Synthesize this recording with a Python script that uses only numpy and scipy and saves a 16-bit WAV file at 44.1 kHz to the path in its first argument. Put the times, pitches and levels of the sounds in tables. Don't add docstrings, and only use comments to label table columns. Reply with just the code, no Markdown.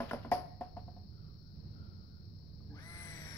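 import sys
import numpy as np
from scipy import signal
from scipy.fft import rfft, irfft, next_fast_len
from scipy.io import wavfile
from scipy.ndimage import map_coordinates

SR = 44100
rng = np.random.default_rng(int(sys.argv[2]) if len(sys.argv) > 2 else 0)


def wav_out(sig):
    wavfile.write(sys.argv[1], SR, np.round(np.clip(np.atleast_2d(sig).T, -1, 1) * 32767).astype(np.int16))


def undo_db(level):
    steps = np.asarray(level, float) / 20
    return 10 ** steps


N = 148617
T = np.arange(N) / SR

# frequency in Hz, left over right in dB.
FAR_PAN = [(60, -9), (130, -2), (290, 0.5), (640, -0.5), (1410, 2), (3100, 5.5), (6820, 46), (15000, -17)]


def unit(x):
    return x / np.sqrt(np.mean(np.abs(x) ** 2) + 1e-20)


def along(points, hz):
    f, v = np.transpose(points)
    return np.interp(np.log(hz + 1), np.log(f + 1), v)


def wobble(rate, order=3):
    return map_coordinates(rng.standard_normal(int(N * rate / SR) + 4), [T * rate], order=order)


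def filtered(x, response):
    m = next_fast_len(N + SR // 2)
    return irfft(rfft(x, m) * response(np.fft.rfftfreq(m, 1 / SR)), m)[..., :N]


def ports(x, pan, lead_s):
    def response(hz):
        level = 2 / (1 + undo_db(np.outer([-1, 1], along(pan, hz))))
        return level * np.exp(1j * np.pi * lead_s * np.outer([1, -1], hz))
    return filtered(x, response)


def noise(db_of, alike):
    def mid_side(hz):
        turn = np.arccos(np.clip(alike(hz), -1, 1)) / 2
        return undo_db(db_of(hz)) * [np.cos(turn), np.sin(turn)]
    mid, side = filtered(rng.standard_normal((2, N)), mid_side)
    return unit(np.array([mid + side, mid - side]))


def blurred(phase, blur_hz, order=1):
    return unit(wobble(blur_hz, order) * np.cos(phase) + wobble(blur_hz, order) * np.sin(phase))


def yard(x):
    # frequency in Hz, t60 in seconds.
    yard_t60 = [(200, 0.6), (2000, 0.66), (10000, 0.42)]
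    hz, t, z = signal.stft(rng.standard_normal((2, SR // 2)), SR, nperseg=256)
    tail = signal.istft(z * undo_db(-60 * t / along(yard_t60, hz)[:, None]), SR, nperseg=256)[1]
    delayed = np.pad(x, (300, 0))[None]
    return signal.fftconvolve(delayed, tail / np.linalg.norm(tail[0]), axes=1)[:, :N]


def background():
    # frequency in Hz, level in dB per Hz.
    traffic = [(8.8, -49.5), (15, -16.5), (43, -7), (74, -8), (189, -8), (232, -15.5), (319, -19.5),
               (647, -33), (3500, -54.5), (4550, -92), (7700, -120)]
    # centre in Hz, width in Hz, dB over the hum.
    drones = [(87.2, 28, 9), (114.9, 5.8, 4.5), (152, 1.2, 19), (206.7, 5.1, 7)]
    # time in seconds, level in dB.
    hum_level = [(0.0, -50), (1.0, -50.5), (1.45, -52), (1.8, -47.5), (2.15, -51.5), (2.7, -50.5),
                 (3.37, -49.5)]
    # frequency in Hz, left-right likeness.
    likeness = [(60, 0.74), (240, 0.78), (950, 0.13), (3770, -0.47), (15000, 0.01)]
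    # frequency in Hz, level in dB per Hz.
    hiss_colour = [(1760, -52), (3000, -65.5), (3430, -22.5), (4300, 3), (4840, -2.5), (5260, 0),
                   (5580, -5.5), (6200, -40), (6600, -65), (8580, -71), (14500, -120)]
    # frequency in Hz, level in dB per Hz.
    own_colour = [(3760, -68), (6400, -13.5), (8670, -11.5), (9970, -10.5), (12200, -4), (15700, 3)]

    def hum_db(f):
        engines = sum(db * np.exp(-((f - c) / w) ** 2) for c, w, db in drones)
        return along(traffic, f) + engines

    hum = noise(hum_db, lambda f: along(likeness, f))
    hum = hum * undo_db(np.interp(T, *np.transpose(hum_level)) + 0.6 * wobble(7.5))
    hiss = undo_db(-69 + 0.4 * wobble(14)) * noise(lambda f: along(hiss_colour, f), lambda f: 0.83 + 0 * f)
    own = undo_db(-80) * noise(lambda f: along(own_colour, f), lambda f: 0 * f)
    return ports(hum + hiss, FAR_PAN, lead_s=0.00023) + own


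def crow():
    # start in seconds, length in seconds, from Hz, to Hz, level in dB.
    caws = [
        (1.108, 0.22, 1420, 1204, -77.5),
        (1.379, 0.16, 1433, 1383, -84.5),
        (1.708, 0.214, 1391, 1348, -73.5),
        (1.918, 0.15, 1420, 1272, -80.5),
        (2.087, 0.13, 1494, 1375, -81),
    ]
    blur_hz, rasp_hz, rasp_depth = 260, 73.7, 0.4
    upper_ratio, upper_db = 2.4, -16.5
    bird = np.zeros(N)
    for s, length, hz0, hz1, db in caws:
        u = np.clip((T - s) / length, 0, 1)
        phase = 2 * np.pi * np.cumsum(hz0 + (hz1 - hz0) * u) / SR
        swell = np.sin(np.pi * u) ** 0.5
        voice = blurred(phase, blur_hz) + undo_db(upper_db) * blurred(upper_ratio * phase, 3 * blur_hz)
        rasp = 1 + rasp_depth * np.cos(2 * np.pi * rasp_hz * T)
        bird += undo_db(db) * swell * voice * rasp
    return ports(1.03 * bird + yard(bird), FAR_PAN, lead_s=0.00023)


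def scrape():
    # time in seconds, level in dB.
    slide = [(0, -58.5), (.07, -60), (.11, -56.5), (.16, -76), (.24, -66.5), (.3, -83)]
    # frequency in Hz, level in dB.
    grit_colour = [(1000, 7), (2500, 10.5), (4000, 5.5), (7500, -16.5), (8500, -33), (12000, -11)]
    level_db = np.interp(T, *np.transpose(slide), right=-200) + 3 * wobble(140)
    return undo_db(level_db) * noise(lambda f: along(grit_colour, f), lambda f: 0.36 + 0 * f)


def slaps():
    # start in seconds, centre in Hz, level in dB.
    contacts = [(.002, 588, -36.5), (0.11, 1400, -39), (0.133, 650, -29.5), (0.248, 1480, -55),
                (0.317, 1900, -35), (0.609, 1700, -55), (0.768, 1810, -87), (2.605, 1100, -71),
                (0.09, 151, -55), (0.17, 260, -55), (0.199, 2530, -67), (0.268, 293, -43)]
    t60, width, rise_s = 0.05, 0.3, 0.001
    out, t = np.zeros(N), T[:SR // 4]
    for s, hz, db in contacts:
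        knots = rng.standard_normal((2, 300))
        a, b = [np.interp(t * width * hz, np.arange(300), k) for k in knots]
        burst = unit(a * np.cos(2 * np.pi * hz * t) + b * np.sin(2 * np.pi * hz * t))
        envelope = np.clip(t / rise_s, 0, 1) ** 2 * undo_db(db - 60 * t / t60)
        out[round(s * SR):][:len(t)] += envelope * burst
    return out


def ticks():
    # start in seconds, level in dB.
    cracks = [
        (0.1105, -50),
        (0.12, -56),
        (0.1318, -47),
        (0.3145, -40),
        (0.3205, -48),
        (0.608, -62),
        (1.426, -70),
    ]
    # frequency in Hz, level in dB.
    crack_colour = [(800, -12), (2500, -2), (4800, 2), (6500, -6), (8300, -10), (11000, 1), (13000, -3),
                    (15500, -1)]
    rise_s, t60 = 0.00054, 0.009
    shape = sum(np.clip((T - s) / rise_s, 0, 1) * undo_db(db - 60 * np.abs(T - s) / t60) for s, db in cracks)
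    return shape * unit(filtered(rng.standard_normal(N), lambda f: undo_db(along(crack_colour, f))))


def struck(hits, modes, attack_s, jingle_db):
    # frequency in Hz, level in dB.
    rattle_colour = [(200, 6), (700, 12), (2000, -7), (3500, -14), (6000, -52)]
    # frequency in Hz, level in dB.
    jingle_colour = [(2500, -32), (5000, 9.5), (6500, -16), (8500, -31), (10500, -1.5), (15000, -22)]
    shake_t60, shake_rise_s = 0.41, 0.002
    ring, shake, t = np.zeros(N + SR), np.zeros((2, N + SR)), T[:SR // 2]
    for s, db, bright_db, long in hits:
        luck = np.resize(rng.standard_normal(16), len(modes))
        at = slice(round(s * SR), round(s * SR) + len(t))
        tones = 0
        for k, ((hz, level, t60), a) in enumerate(zip(modes, luck)):
            mode_db = db - 4.5 + level + bright_db * np.log2(hz / 700) + a
            phase = 2 * np.pi * hz * t + np.pi * k + a / 5
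            tones = tones + undo_db(mode_db - 60 * t / (t60 * long)) * np.sin(phase)
        ring[at] += (1 - np.exp(-t / attack_s)) ** 2 * tones
        loose_db = np.c_[[db - 14, -44 + jingle_db + 1.63 * (db + 20)]]
        shake[:, at] += np.clip(t / shake_rise_s, 0, 1) ** 2 * undo_db(loose_db - 60 * t / (shake_t60 * long))
    rattle = shake[0, :N] * noise(lambda f: along(rattle_colour, f), lambda f: 0.46 + 0 * f)
    jingle = shake[1, :N] * noise(lambda f: along(jingle_colour, f), lambda f: 0 * f)
    return ring[:N] + rattle + jingle


def tube_knocks():
    # start in seconds, peak in dB, brightness in dB per octave, ring length factor.
    knocks = [
        (0.002, -26, 1.5, 0.78),
        (0.1103, -25, 7.5, 0.32),
        (0.1325, -27.5, 0.5, 0.57),
        (0.247, -35, 2, 0.51),
        (0.261, -57, -14, 0.51),
    ]
    # frequency in Hz, level in dB, t60 in seconds.
    tube_modes = [(240.2, -1.5, 0.2), (430, -14, 0.046), (558.4, -11, 0.22), (669.6, -6.5, 0.18),
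                  (800, -4.5, 0.03), (1020, -9.5, 0.12), (1420, -14.5, 0.095), (1692, -14, 0.055),
                  (2040, -23.5, .1), (2950, -27, 0.071)]
    return struck(knocks, tube_modes, attack_s=0.00034, jingle_db=-4)


def bracket_bounces():
    # start in seconds, peak in dB, brightness in dB per octave, ring length factor.
    bounces = [
        (0.3155, -20, -2, 0.72),
        (0.6085, -35, -5.5, 0.68),
        (0.766, -39, -4, 0.51),
        (0.878, -49.5, -6, 0.61),
        (0.963, -56, -11, 0.88),
    ]
    bracket_hz = [240, 404, 525, 560, 660, 696, 732, 726, 820, 893, 953, 1050, 1530, 1770]
    # level in dB, t60 in seconds.
    bracket_ring = [(-5.5, 0.08), (-23.5, 0.051), (-3.5, 0.08), (-9, 0.15), (-14.5, 0.13), (6.5, 0.15),
                    (2, 0.29), (-14.5, 0.65), (2.5, 0.053), (0.5, 0.083), (-11.5, 0.21), (-4, 0.098),
                    (-24, .12), (-21, 0.15)]
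    return struck(bounces, np.c_[bracket_hz, bracket_ring], attack_s=0.00086, jingle_db=-1.3)


def groan():
    # centre in Hz, blur in Hz, level in dB.
    resonances = [(292, 25, -56.5), (440, 50, -65), (788, 270, -70), (1640, 240, -73.5)]
    start_s, length_s = 2.695, 0.099
    swell = np.sin(np.pi * np.clip((T - start_s) / length_s, 0, 1)) ** 0.5
    return swell * sum(undo_db(db) * blurred(2 * np.pi * hz * T, blur_hz) for hz, blur_hz, db in resonances)


def blows():
    # frequency in Hz, left over right in dB.
    knock_pan = [(60, -10), (150, -2.5), (380, -0.5), (950, 3), (2380, 2), (5980, 25.5), (15000, 3.5)]
    dry_blows = tube_knocks() + bracket_bounces() + ticks() + slaps() + scrape() + groan()
    return ports(dry_blows + undo_db(-15) * yard(dry_blows[0]), knock_pan, lead_s=0.0001)


def shaft_speed():
    rest_s, climb_per_s2, knee = 2.675, 1250, 5
    top_speed, load_s, sag, sag_power = 173.9, 2.9, 64, 1.4
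    climb = np.clip(climb_per_s2 * (T - rest_s), 1, None)
    free = top_speed - sag * np.clip(T - load_s, 0, None) ** sag_power
    return free / (1 + (free / climb) ** knee) ** (1 / knee)


def case_db(f):
    # centre in Hz, width in Hz, level in dB.
    case_peaks = [(6430, 280, -11), (9750, 290, -11), (10560, 220, 5.5), (11000, 200, 5.5),
                  (11300, 220, -3.5), (12040, 250, -15), (12500, 200, 6), (13160, 370, -16),
                  (13450, 250, 10)]
    return sum(db * np.exp(-((f - hz) / w) ** 2) for hz, w, db in case_peaks)


def shaft_orders(turn, spin, teeth):
    # multiple of the shaft rate, level in dB.
    shaft_levels = [(2, -13), (4, -1.5), (5, -8), (6, -5.5), (7, -8), (8, -5.5), (9, -8), (10, -7),
                    (11, -27), (12, 12.5), (13, -12), (14, -40), (24, -10.5), (36, -15)]
    phase_blur = 0.2 + 1.6 * (1 - spin)
    orders = 0
    for k, db in shaft_levels:
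        drift_db = (k != teeth) * 2 * wobble(13, order=1)
        phase = k * turn + k * k + phase_blur * wobble(90, order=1)
        orders = orders + undo_db(db + drift_db) * np.sin(phase)
    return orders


def gear_mesh(turn, teeth):
    # multiple of the tooth rate, level in dB, clean share of the tone.
    overtones = [(2, -20, 0.45), (3, -1.5, 0.39), (3.2, -7.5, 0.036), (4, 13.5, 0.071), (5, 3, 1),
                 (6, -8.5, 0.12), (7, 3, 0.073)]
    smear_hz, eccentric = 95, 0.54
    mesh = 0
    for k, db, clean in overtones:
        phase = k * teeth * turn
        tone = clean * np.sin(phase) + (1 - clean) * blurred(phase, smear_hz * k, order=3)
        mesh = mesh + undo_db(db) * tone * (1 + eccentric * np.cos(turn + k))
    return mesh


def motor():
    # time in seconds, whine in dB, grind in dB.
    effort = [
        (2.701, -118, 12),
        (2.76, -102, 12),
        (2.8, -84, 0),
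        (2.86, -68.5, -9.5),
        (2.95, -65, -4.5),
        (3.05, -57.5, -2),
        (3.2, -62, 1.5),
        (3.37, -63.5, 6),
    ]
    # frequency in Hz, level in dB.
    housing = [(1300, -1), (1600, 0), (1880, -9.5), (2040, -3.5), (5600, 9.5), (7000, -23.5), (11400, 6),
               (14500, -25)]
    # frequency in Hz, level in dB per Hz.
    grind_colour = [(300, -4.5), (1300, -14), (1600, -0.5), (1850, -1), (2150, 0.5), (2700, -14),
                    (6000, -12), (6700, -50)]
    # frequency in Hz, level in dB per Hz.
    sizzle_colour = [(9300, -30), (10300, 24), (11000, 0), (14500, 2), (15700, -1)]
    sizzle_db = [-60.5, -103]
    # frequency in Hz, left over right in dB.
    near_pan = [(60, -5), (130, -14), (290, 0), (640, 4.5), (1410, 6), (3100, 7.5), (6820, 75), (15000, -5)]
    teeth = 12
    s, whine_db, grind_db = np.transpose(effort)
    speed = shaft_speed()
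    turn = 2 * np.pi * np.cumsum(speed * (1 + 0.00082 * wobble(40))) / SR
    spin = (speed / speed.max()) ** 2.8 * np.clip((T - s[0]) / 0.017, 0, 1)

    whine = (T > s[0]) * undo_db(np.interp(T, s, whine_db))
    tones = undo_db(-2.5) * whine * gear_mesh(turn, teeth) + spin * undo_db(-62) * shaft_orders(turn, spin, teeth)
    tones = filtered(tones, lambda f: undo_db(along(housing, f) + case_db(f)))

    once_a_turn = 1 + 0.5 * np.cos(turn)
    grit = unit(filtered(rng.standard_normal(N) * once_a_turn, lambda f: undo_db(along(grind_colour, f))))
    grind_level = undo_db(-54 + np.interp(T, s, grind_db) + 0.7 * wobble(6))
    drive = tones + spin ** 2 * grind_level * grit

    sizzle = noise(lambda f: along(sizzle_colour, f) + case_db(f), lambda f: 0 * f)
    brush = spin ** 3 * undo_db(np.c_[sizzle_db]) * sizzle
    return ports(drive + undo_db(-3.5) * yard(drive), near_pan, lead_s=0.00016) + brush


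def scene():
    return background() + crow() + blows() + motor()


def band_limit(x):
    return signal.sosfilt(signal.butter(12, 16610, fs=SR, output="sos"), x)


def record(dry):
    ceiling, top_hz, offset = 0.14, 15750, -0.0004
    held = dry / (1 + (dry / ceiling) ** 2) ** 0.5
    mix = filtered(held, lambda hz: hz < top_hz) + offset
    return band_limit(mix)


dry = scene()
out = record(dry)
wav_out(out)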